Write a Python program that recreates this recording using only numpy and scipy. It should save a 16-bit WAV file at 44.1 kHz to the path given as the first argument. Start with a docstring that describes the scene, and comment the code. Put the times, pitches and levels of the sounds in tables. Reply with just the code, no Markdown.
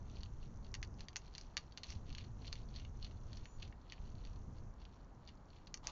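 """Dry biscuits snap between teeth, and chews grind the crumbs into a soft crackle: hedgehogs feed at night.
Each snap is a click with a run of smaller breaks, scattered by ground and wall and coloured by the dish.
The grinding is tiny pings on filtered noise; a gritty scrape and a thin squeak are heard as well.
Beneath lie steady night noise, a throbbing noise hum that switches on and off, and faint thin high ticks
at a strict rate. A wildlife camera rolls off the treble."""
import sys
import numpy as np
from scipy import signal
from scipy.fft import rfft, irfft, next_fast_len
from scipy.io import wavfile
from scipy.ndimage import uniform_filter1d, map_coordinates

SR = 44100
rng = np.random.default_rng(int(sys.argv[2]) if len(sys.argv) > 2 else 0)


def generate_wav(signal):
    """Clip the signal to [-1, 1] and save it as 16-bit WAV at the path in sys.argv[1]."""
    frames = np.transpose(np.atleast_2d(signal))
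    scaled = np.clip(frames, -1, 1) * 32767
    pcm = np.round(scaled).astype(np.int16)
    wavfile.write(sys.argv[1], SR, pcm)


N = 260631

# Night background. Each row: frequency in Hz, relative density in dB per Hz.
NIGHT_SPECTRUM = [(10, -12), (25, 5), (55, 1.5), (100, -5.5), (200, -11), (300, -16), (550, -21.5),
                  (950, -20.5), (1250, -25), (1800, -33.5), (3000, -47), (6500, -44.5)]
# Low hum. Each row: frequency in Hz, relative density in dB per Hz.
HUM_SPECTRUM = [(8, -8), (20, 2), (60, -3), (110, -4.5), (160, -18), (210, -16), (300, -25), (500, -31.5),
                (1500, -51.5), (6000, -82.5)]
# Hiss that comes with the hum. Each row: frequency in Hz, relative density in dB per Hz.
FIZZ_SPECTRUM = [(2500, -22.5), (5000, -14), (5900, 0.5), (6400, 0), (7000, -9)]
# Stretches of hum. Each row: start in seconds, end in seconds, level in dB, mean peak of its throbs in dB.
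HUM_STRETCHES = [(-.1, 1.056, -49.5, -48.5), (1.894, 3.45, -49.5, -47), (3.564, 3.717, -50, -48),
                 (3.992, 4.711, -50.5, -42)]
# Upper tone of the squeak. Each row: time in seconds, pitch in Hz, level before its wavering in dB.
SQUEAK_GLIDE = [(3.43, 6900, -90), (3.465, 6900, -74), (3.495, 6780, -73.5), (3.507, 6980, -73),
                (3.535, 6830, -73.5), (3.56, 6920, -73), (3.575, 6780, -74), (3.59, 6780, -95)]
# Scrape at the dish. Each row: time in seconds, level in dB.
SCRAPE_LEVEL = [(5.81, -110), (5.832, -68), (5.845, -60), (5.862, -54.5), (5.878, -52.5), (5.91, -57)]
# Colour of the scrape. Each row: frequency in Hz, relative level in dB.
SCRAPE_SPECTRUM = [(150, -14), (500, -10.5), (800, -1), (1200, -1.5), (1500, -16), (3000, -11.5),
                   (4400, -12.5), (6500, -19.5)]
# Chews. Each row: time of firmest pressure in seconds, level before the common gain in dB,
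# length in seconds, treble relative to the rest as the mouth opens in dB.
CHEW_STROKES = [(0.152, -70.5, 0.36, -2), (0.436, -72, 0.14, -2), (0.664, -73.5, 0.077, -5),
                (1.014, -67.5, 0.11, 2), (1.265, -72.5, 0.24, 3.5), (1.386, -71, 0.36, 6.5),
                (1.628, -77, 0.7, 3), (1.865, -65.5, 0.12, 6), (1.906, -60.5, 0.14, 5.5),
                (2.093, -66.5, 0.12, -6), (2.196, -62.5, 0.15, -2), (2.453, -63.5, 0.15, 1),
                (2.58, -68, 0.14, 3), (2.772, -62.5, .19, -1), (3.054, -68.5, 0.23, -1),
                (3.362, -70, 0.38, 2.5), (3.634, -66.5, 0.14, -6), (3.915, -72, 0.32, -4),
                (4.062, -75.5, 0.29, 3), (4.252, -72, 0.34, -1), (4.572, -76, 0.099, 0),
                (4.813, -70.5, 0.072, -1), (4.947, -78, 0.28, 1), (5.283, -72.5, 0.2, -2),
                (5.559, -72.5, 0.22, 1)]
# Colour of the grinding. Each row: frequency in Hz, relative level in dB.
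CRUMB_SPECTRUM = [(400, -34), (1400, -10), (1900, -2.5), (2500, -0.5), (2900, 0.5), (3250, -0.5),
                  (3850, -2.5), (4300, 2.5), (4650, -3.5), (5100, -10), (5700, -1.5), (6400, -5),
                  (7000, -11.5)]
# Biscuit snaps and tooth clicks. Each row: time in seconds, level of the click over 1 ms before the common
# gain in dB, pitch of the fragment in Hz, spill outside its band in dB.
BISCUIT_SNAPS = [(0.099, -63, 3400, -15), (0.155, -62, 4260, -15), (0.16, -59, 4400, -15),
                 (0.1698, -54, 3340, -13), (0.1845, -61, 4780, -11), (0.207, -57, 4830, -10),
                 (0.213, -62, 3780, -7), (0.2334, -44.0, 3760, -12.5), (0.2597, -57.5, 3100, -14),
                 (0.4291, -61.5, 3200, -19), (0.458, -65, 4000, -9), (0.647, -57.5, 4030, -14),
                 (0.666, -60.5, 3900, -11), (0.742, -38, 5700, -3), (0.7492, -46, 6600, -5),
                 (0.7513, -42.5, 3410, 6), (0.829, -38, 1960, -5.5), (0.833, -51.5, 1200, 2),
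                 (0.8374, -56, 4200, -7), (0.848, -55, 3920, 0), (0.994, -57, 3290, 0),
                 (1.007, -45, 4240, -6.5), (1.085, -44.0, 3780, -4), (1.1308, -59.5, 2920, -3),
                 (1.1596, -35.5, 6000, 6), (1.1665, -34, 6600, -9.5), (1.2184, -63.5, 4700, 0),
                 (1.28, -64, 3770, -12), (1.331, -68, 4580, -11), (1.339, -58, 4060, -14),
                 (1.3511, -43, 3960, -14), (1.357, -53, 3500, -2), (1.3815, -41, 5000, -11),
                 (1.4121, -48.5, 5200, -13), (1.5694, -29, 2100, 1), (1.5766, -34.0, 4200, -5.5),
                 (1.7228, -56.5, 4000, -11), (1.7752, -40, 3900, -7), (1.781, -48, 1700, 15),
                 (1.8342, -40.5, 4000, -10), (1.8368, -44.5, 4330, -4), (1.8425, -50, 3360, -6),
                 (1.8986, -56, 4300, -5), (1.904, -43.5, 5060, -12), (1.924, -50, 2770, -6),
                 (2.1033, -53.5, 3180, -9), (2.1278, -51.5, 3940, -12), (2.1344, -64, 4600, -10),
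                 (2.15, -44, 3280, -9), (2.1791, -60, 4060, -8), (2.1835, -43.5, 3600, -2),
                 (2.21, -57, 3000, -13), (2.2413, -61, 2170, -2), (2.4554, -56.5, 4340, -17),
                 (2.4695, -50, 3780, -14), (2.474, -53, 4200, -9), (2.4767, -50, 4100, -17),
                 (2.4797, -45.5, 3600, -14), (2.5236, -57.0, 4350, -9), (2.5282, -36, 4230, -7),
                 (2.5333, -62, 4660, -6), (2.5553, -51, 3500, -1), (2.5642, -57.0, 3250, -11),
                 (2.7415, -59, 3900, -18), (2.7542, -55, 4060, -12), (2.7612, -48, 4060, -12),
                 (2.764, -50, 4200, -25), (2.767, -54, 3920, -14), (2.7987, -51, 3170, -6),
                 (2.8503, -52, 2720, -12.5), (3.0216, -60, 3650, -23), (3.0273, -44.5, 3840, -26),
                 (3.0447, -52, 3900, -13), (3.047, -45, 3800, -13.5), (3.051, -49.5, 3410, -11),
                 (3.0665, -59, 3650, -5), (3.1118, -60, 3440, -8), (3.32, -64, 3870, -16),
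                 (3.3312, -49, 4130, -10), (3.3504, -59, 3650, -17), (3.3716, -50, 4600, -10),
                 (3.375, -60, 3970, -15), (3.436, -65, 3860, -12), (3.4561, -47.5, 2340, -10),
                 (3.599, -62, 4150, -12), (3.6033, -60, 3590, -9), (3.6225, -51, 3410, -17),
                 (3.6252, -47, 3130, -13), (3.6284, -46, 3480, -10), (3.6386, -62, 3740, -10),
                 (3.6519, -60, 3700, -12), (3.6553, -62, 3320, -20), (3.678, -59, 4200, 2),
                 (3.7258, -57.5, 1910, -22), (3.899, -50.5, 3760, -24), (3.9224, -42, 2600, -7.5),
                 (3.9307, -52, 3300, -21), (3.9344, -56, 2070, -6), (3.98, -60, 2410, -21),
                 (4.0533, -66, 3670, -9), (4.0715, -66.5, 3530, -1), (4.1533, -61.5, 3870, -16),
                 (4.1835, -63.5, 3800, -15), (4.251, -53, 4060, -7), (4.263, -64, 4850, -8),
                 (4.2723, -58, 3200, -7), (4.333, -63.5, 4350, -7), (4.36, -63.5, 4200, -4),
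                 (4.584, -65, 4400, -7), (4.8176, -63, 3410, -16), (4.8528, -53.5, 3250, -12),
                 (5.276, -52, 4070, -19), (5.282, -59, 3670, -3), (5.288, -56.5, 3500, -14),
                 (5.289, -58, 4030, -5), (5.29, -57.5, 3000, -18), (5.2937, -65, 3780, -5),
                 (5.2938, -68, 4200, -10), (5.5038, -63, 3900, -11), (5.532, -64, 3290, -13),
                 (5.6715, -52.5, 3940, -15), (5.6736, -56, 4120, -7), (5.6764, -59, 3750, -7),
                 (5.7422, -35.5, 5800, -9), (5.774, -52.5, 5950, -12), (5.841, -69, 4170, -9),
                 (5.8575, -65, 3200, -6), (5.8711, -32, 5900, -11.5), (5.8895, -61, 3400, -8)]
# Colour of teeth, dish and shelter. Each row: frequency in Hz, relative level in dB.
BITE_SPECTRUM = [(200, -32), (600, -11.5), (850, -6), (1150, -7.5), (1350, -5.5), (1850, 2.5), (2450, 0.5),
                 (2850, 4), (3250, -3), (3600, -1), (3900, -5), (4300, 5), (4650, 3), (5100, -4.5),
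                 (5700, 0.5), (6300, -0.5), (6900, -7)]
# Faint ringing of the dish. Each row: frequency in Hz, mean relative level in dB.
DISH_MODES = [(1558, 6), (1865, -5), (2306, 3), (2834, 3.5), (3234, 5), (3554, 3.5), (4497, -13.5),
              (5663, -4), (6341, 6.5)]
# Hollow knock of the dish. Each row: frequency in Hz, mean relative level in dB.
KNOCK_MODES = [(540, -5), (830, -1.5), (1050, -5.5), (1200, 3.5)]
# Treble response of the camera. Each row: frequency in Hz, gain in dB.
CAMERA_RESPONSE = [(6500, 0), (6900, 2), (7300, -7), (7700, -16.5), (8200, -23)]

CAMERA_TOP_HZ = 8200
TICK_FIRST_S, TICK_PERIOD_S = 0.0294, 0.1024
THROBS_PER_S = 15  # mean rate
CHEW_DEPTH_DB, SWELL_SHARE = 18, 0.45  # swell in dB, and its share of the chew length
MUNCH_DB = -88  # grinding between the chews
MOUTH_HZ = 4900  # treble let out by the open mouth starts here
RUSTLE_GAIN = 0.6  # relative to the pings
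BAND_HZ, BAND_OCTAVES = 4200, 0.29  # fragments below this pitch ring in a wider band
SPLINTER_T60_S, DISH_T60_S = 0.012, 0.04


def amp(db):
    """Decibels to gain."""
    return 10 ** (np.asarray(db) / 20)


def unit(x):
    """Scale to rms 1."""
    return x / np.sqrt(np.mean(x ** 2) + 1e-20)


def along(points, hz):
    """Values of (Hz, value) points, interpolated on a log frequency axis."""
    f, v = np.transpose(points)
    return np.interp(np.log(hz + 1), np.log(f + 1), v)


def curve(rows):
    """(s, value) rows as one value per sample."""
    return np.interp(np.arange(N) / SR, *np.transpose(rows))


def filtered(x, gain):
    """x times a gain that depends on frequency."""
    m = next_fast_len(N + SR // 2)
    return irfft(rfft(x, m) * gain(np.fft.rfftfreq(m, 1 / SR)), m)[:N]


def coloured(x, spectrum):
    """x filtered by a dB spectrum, at rms 1."""
    return unit(filtered(x, lambda hz: amp(along(spectrum, hz))))


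def causal(db, size=1024):
    """Minimum-phase impulse response of energy 1: sharp in front, ringing behind."""
    cepstrum = irfft(np.log(amp(db)))
    cepstrum[1:size // 2] *= 2
    cepstrum[size // 2 + 1:] = 0
    h = irfft(np.exp(rfft(cepstrum)))
    return h / np.linalg.norm(h)


def add(track, s, sound):
    """Mix a sound in at time s."""
    i = int(np.clip(round(s * SR), 0, N))
    track[i:i + len(sound)] += sound[:N - i]


def grains(times, pitch_hz, scatter, life_s, spread_db):
    """Tiny damped pings at the given times, each with its own pitch and size; rms 1."""
    t = np.arange(SR // 100) / SR
    track = np.zeros(N)
    for s, (pitch, size) in zip(times, rng.standard_normal((len(times), 2))):
        own_hz = pitch_hz * np.exp(scatter * pitch)
        ping = np.sin(2 * np.pi * own_hz * t) * np.exp(-t / life_s)
        add(track, s, amp(spread_db * min(size, 2)) * ping)
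    return unit(track)


def night(level_db=-56):
    """Steady low rumble with a faint hiss: coloured noise."""
    return amp(level_db) * coloured(rng.standard_normal(N), NIGHT_SPECTRUM)


def strict_ticks(level_db=-65.02, pitch_hz=5750, life_s=0.00032, vary_db=1.0):
    """Faint thin high ticks at a strict rate, uneven in strength: short damped sines."""
    t = np.arange(SR // 100) / SR
    envelope = t / life_s * np.exp(1 - t / life_s)
    tick = np.sin(2 * np.pi * pitch_hz * t) * envelope
    track = np.zeros(N)
    for s in np.arange(TICK_FIRST_S, N / SR, TICK_PERIOD_S):
        add(track, s, amp(level_db + vary_db * rng.standard_normal()) * tick)
    return track


def hum(edge_s=0.0079, evenness=0.76, fizz_db=-28, tick_hz=5900, tick_count=420):
    """Low noise hum without a pitch that switches on and off, with a faint high fizz."""
    t = np.arange(N) / SR
    level = np.zeros(N)
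    for start, end, db, _ in HUM_STRETCHES:
        level += amp(db) * np.clip(np.minimum(t - start, end - t) / edge_s + .5, 0, 1)
    rumble = coloured(rng.standard_normal(N), HUM_SPECTRUM)
    # Dividing by part of its own short-term power evens out the rumble.
    power = np.abs(uniform_filter1d(rumble ** 2, size=2600)) + 1e-6
    even_rumble = unit(rumble / power ** (evenness / 2))
    tick_times = rng.random(tick_count) * N / SR
    ticks = grains(tick_times, tick_hz, scatter=0.04, life_s=0.001, spread_db=10)
    fizz = unit(coloured(rng.standard_normal(N), FIZZ_SPECTRUM) + .5 * ticks)
    return level * (even_rumble + amp(fizz_db) * fizz)


def throbs(width_s=0.0022, sag=0.069, recover_s=0.0058, jitter_s=0.01607, vary_db=4.0):
    """Uneven throbs of the hum: each one rounded push followed by a shallow sag."""
    t = np.arange(SR // 10) / SR - .02
    push = np.exp(-(t / width_s) ** 2) - sag * np.exp(-(t / recover_s - 1) ** 2)
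    track = np.zeros(N)
    for k, (late, force) in enumerate(rng.standard_normal(size=(200, 2))):
        s = k / THROBS_PER_S + jitter_s * late
        for start, end, _, db in HUM_STRETCHES:
            if start < s < end:
                add(track, s + t[0], amp(db + vary_db * force) * push)
    return track


def squeak(lower_db=-1, lower_ratio=0.872, waver_db=3, jitter_hz=85):
    """Two thin, rough tones that glide together, each unsteady in pitch and strength."""
    rows = np.array(SQUEAK_GLIDE)
    noise = rng.standard_normal((2, 2, N))
    waver, jitter = unit(uniform_filter1d(noise, size=80, axis=2))
    pitch_hz = np.outer([1, lower_ratio], curve(rows[:, :2])) + jitter_hz * jitter
    tones = np.sin(2 * np.pi * np.cumsum(pitch_hz, axis=1) / SR)
    upper, lower = tones * amp(waver_db * (waver - 1.0))
    t = np.arange(N) / SR
    sounding = (t > rows[0, 0]) * (t < rows[-1, 0])
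    return amp(curve(rows[:, ::2])) * sounding * (upper + amp(lower_db) * lower)


def scrape(rough=0.57, catch_db=4, catch_s=0.003):
    """Short gritty scrape at the dish: spiky noise whose strength wavers as it catches and slips."""
    t = np.arange(N) / SR
    grit = rng.standard_normal(N) * np.exp(rough * rng.standard_normal(N))
    drift = map_coordinates(rng.standard_normal(N // 8), [t / catch_s], mode='wrap')
    catches = amp(catch_db * np.clip(drift, -1.5, 1.5))
    level = amp(curve(SCRAPE_LEVEL)) * (t > SCRAPE_LEVEL[0][0])
    return level * coloured(grit * catches, SCRAPE_SPECTRUM)


def stroke(s, db, swell_db_per_s, ease_db_per_s):
    """Gain that swells to its peak at time s and then dies away, both linear in dB."""
    t = np.arange(N) / SR - s
    return amp(db + np.minimum(swell_db_per_s * t, -ease_db_per_s * t))


def chewing(pitch_hz=4000, gain_db=1, life_s=0.00025, count=6000):
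    """Crumbs ground between the jaws: tiny uneven pings on a fine rustle, swelling with each chew."""
    pings = grains(rng.random(count) * N / SR, pitch_hz, scatter=.3, life_s=life_s, spread_db=7)
    rustle = coloured(rng.standard_normal(N), CRUMB_SPECTRUM)
    crumbs = unit(coloured(pings, CRUMB_SPECTRUM) + RUSTLE_GAIN * rustle)
    body = filtered(crumbs, lambda hz: 1 / (1 + (hz / MOUTH_HZ) ** 20))
    treble = crumbs - body
    swell_db, ease_db = CHEW_DEPTH_DB / SWELL_SHARE, CHEW_DEPTH_DB / (1 - SWELL_SHARE)
    body_level, treble_level = np.zeros(N), np.zeros(N)
    for s, db, length_s, open_db in CHEW_STROKES:
        pressure = stroke(s, db + gain_db, swell_db / length_s, ease_db / length_s)
        body_level = np.maximum(body_level, pressure)
        treble_level = np.maximum(treble_level, pressure * amp(open_db))
    munch = amp(MUNCH_DB)
    return np.hypot(body_level, munch) * body + np.hypot(treble_level, munch) * treble


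def ring_modes(modes, t, vary_db):
    """Sum of steady modes, each with a random strength and phase."""
    total = np.zeros(len(t))
    for hz, db in modes:
        tone = np.sin(2 * np.pi * (hz * t + rng.random()))
        total += amp(db + vary_db * rng.standard_normal()) * tone
    return total


def shelter(x, near_db=-9.0, near_t60_s=0.019, far_db=-15, far_t60_s=0.11,
            dish_db=-17, knock_db=-16, knock_t60_s=0.075, vary_db=3):
    """Direct sound, scatter from ground and posts, a weaker wall tail, and the dish; redrawn per call."""
    t = np.arange(SR // 9) / SR
    near = rng.standard_normal(len(t)) * amp(-60 * t / near_t60_s) * (1 - np.exp(-t / 0.021))
    far = rng.standard_normal(len(t)) * amp(-60 * t / far_t60_s) * (1 - np.exp(-t / 0.0047))
    ring = ring_modes(DISH_MODES, t, vary_db) * amp(-60 * t / DISH_T60_S)
    knock = ring_modes(KNOCK_MODES, t, vary_db) * amp(-60 * t / knock_t60_s)
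    knock *= 1 - np.exp(-t / 0.0065)
    response = np.zeros(len(t))
    for part, db in [(near, near_db), (far, far_db), (ring, dish_db), (knock, knock_db)]:
        response += amp(db) * part / np.linalg.norm(part)
    response[0] += 1  # direct sound
    return signal.fftconvolve(x, response)


def snap(db, centre_hz, spill_db, vary_db=0.5, crumble_db=-17, crumble_t60_s=0.085,
         splinter_db=-8, hard_db=-40, cleaner=0.23, size=1024):
    """One fracture: a sharp click, a burst of splinters and a sparse run of smaller breaks."""
    hz = np.fft.rfftfreq(size, 1 / SR)
    # A fragment pings around its own pitch; a crack right through spills over the whole range.
    width_octaves = BAND_OCTAVES * max(BAND_HZ / centre_hz, 1)
    band_power = np.exp(-(np.log2((hz + 1) / centre_hz) / width_octaves) ** 2)
    band = 10 * np.log10(band_power + amp(spill_db) ** 2)
    own = vary_db * np.interp(hz, np.linspace(0, SR / 2, 48), rng.standard_normal(48))
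    click = causal(along(BITE_SPECTRUM, hz) + along(CAMERA_RESPONSE, hz) / 2 + band + own)
    t = np.arange(SR // 16) / SR
    after = t > .0007
    # High powers of noise leave sparse, spiky breaks.
    breaks = rng.standard_normal(len(t)) ** 5 * amp(-60 * t / crumble_t60_s) * after
    splinters = rng.standard_normal(len(t)) ** 3 * amp(-60 * t / SPLINTER_T60_S) * after
    debris = amp(crumble_db) * breaks / np.linalg.norm(breaks)
    debris += amp(splinter_db) * splinters / np.linalg.norm(splinters)
    # The harder the bite, the more cleanly the piece parts.
    blows = amp(-cleaner * (db - hard_db)) * debris
    blows[0] += 1
    # The root turns energy 1 into rms 1 over 1 ms.
    return amp(db) * signal.fftconvolve(blows, click) * np.sqrt(SR / 1000)


def crumb_snaps(above_chew_db=1, vary_db=1.0, scatter=0.25, count=3):
    """Each chew breaks a few crumbs near its peak, louder when it is firmer: rows of (s, dB)."""
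    rows = []
    for s, db, length_s, _ in CHEW_STROKES:
        for when, force in np.clip(rng.standard_normal((count, 2)), -2, 2):
            rows.append((s + scatter * length_s * when, db + above_chew_db + vary_db * force))
    return rows


def biscuits(gain_db=-0.62, crumb_hz=4100, crumb_spill_db=-14):
    """Biscuits and crumbs snapped between the teeth, each with a freshly drawn scatter."""
    track = np.zeros(N)
    for s, db, centre_hz, spill_db in BISCUIT_SNAPS:
        add(track, s, amp(gain_db) * shelter(snap(db, centre_hz, spill_db)))
    for s, db in crumb_snaps():
        add(track, s, shelter(snap(db, crumb_hz, crumb_spill_db)))
    return track


def scene():
    """The feeding animals over the background, in mono."""
    background = night() + strict_ticks() + hum() + throbs()
    feeding = squeak() + scrape() + chewing() + biscuits()
    return (background + feeding)[None]


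def record(dry):
    """The camera rolls off the treble and keeps nothing above its band limit."""
    return filtered(dry[0], lambda hz: amp(along(CAMERA_RESPONSE, hz)) * (hz < CAMERA_TOP_HZ))[None]


dry = scene()
out = record(dry)
generate_wav(out)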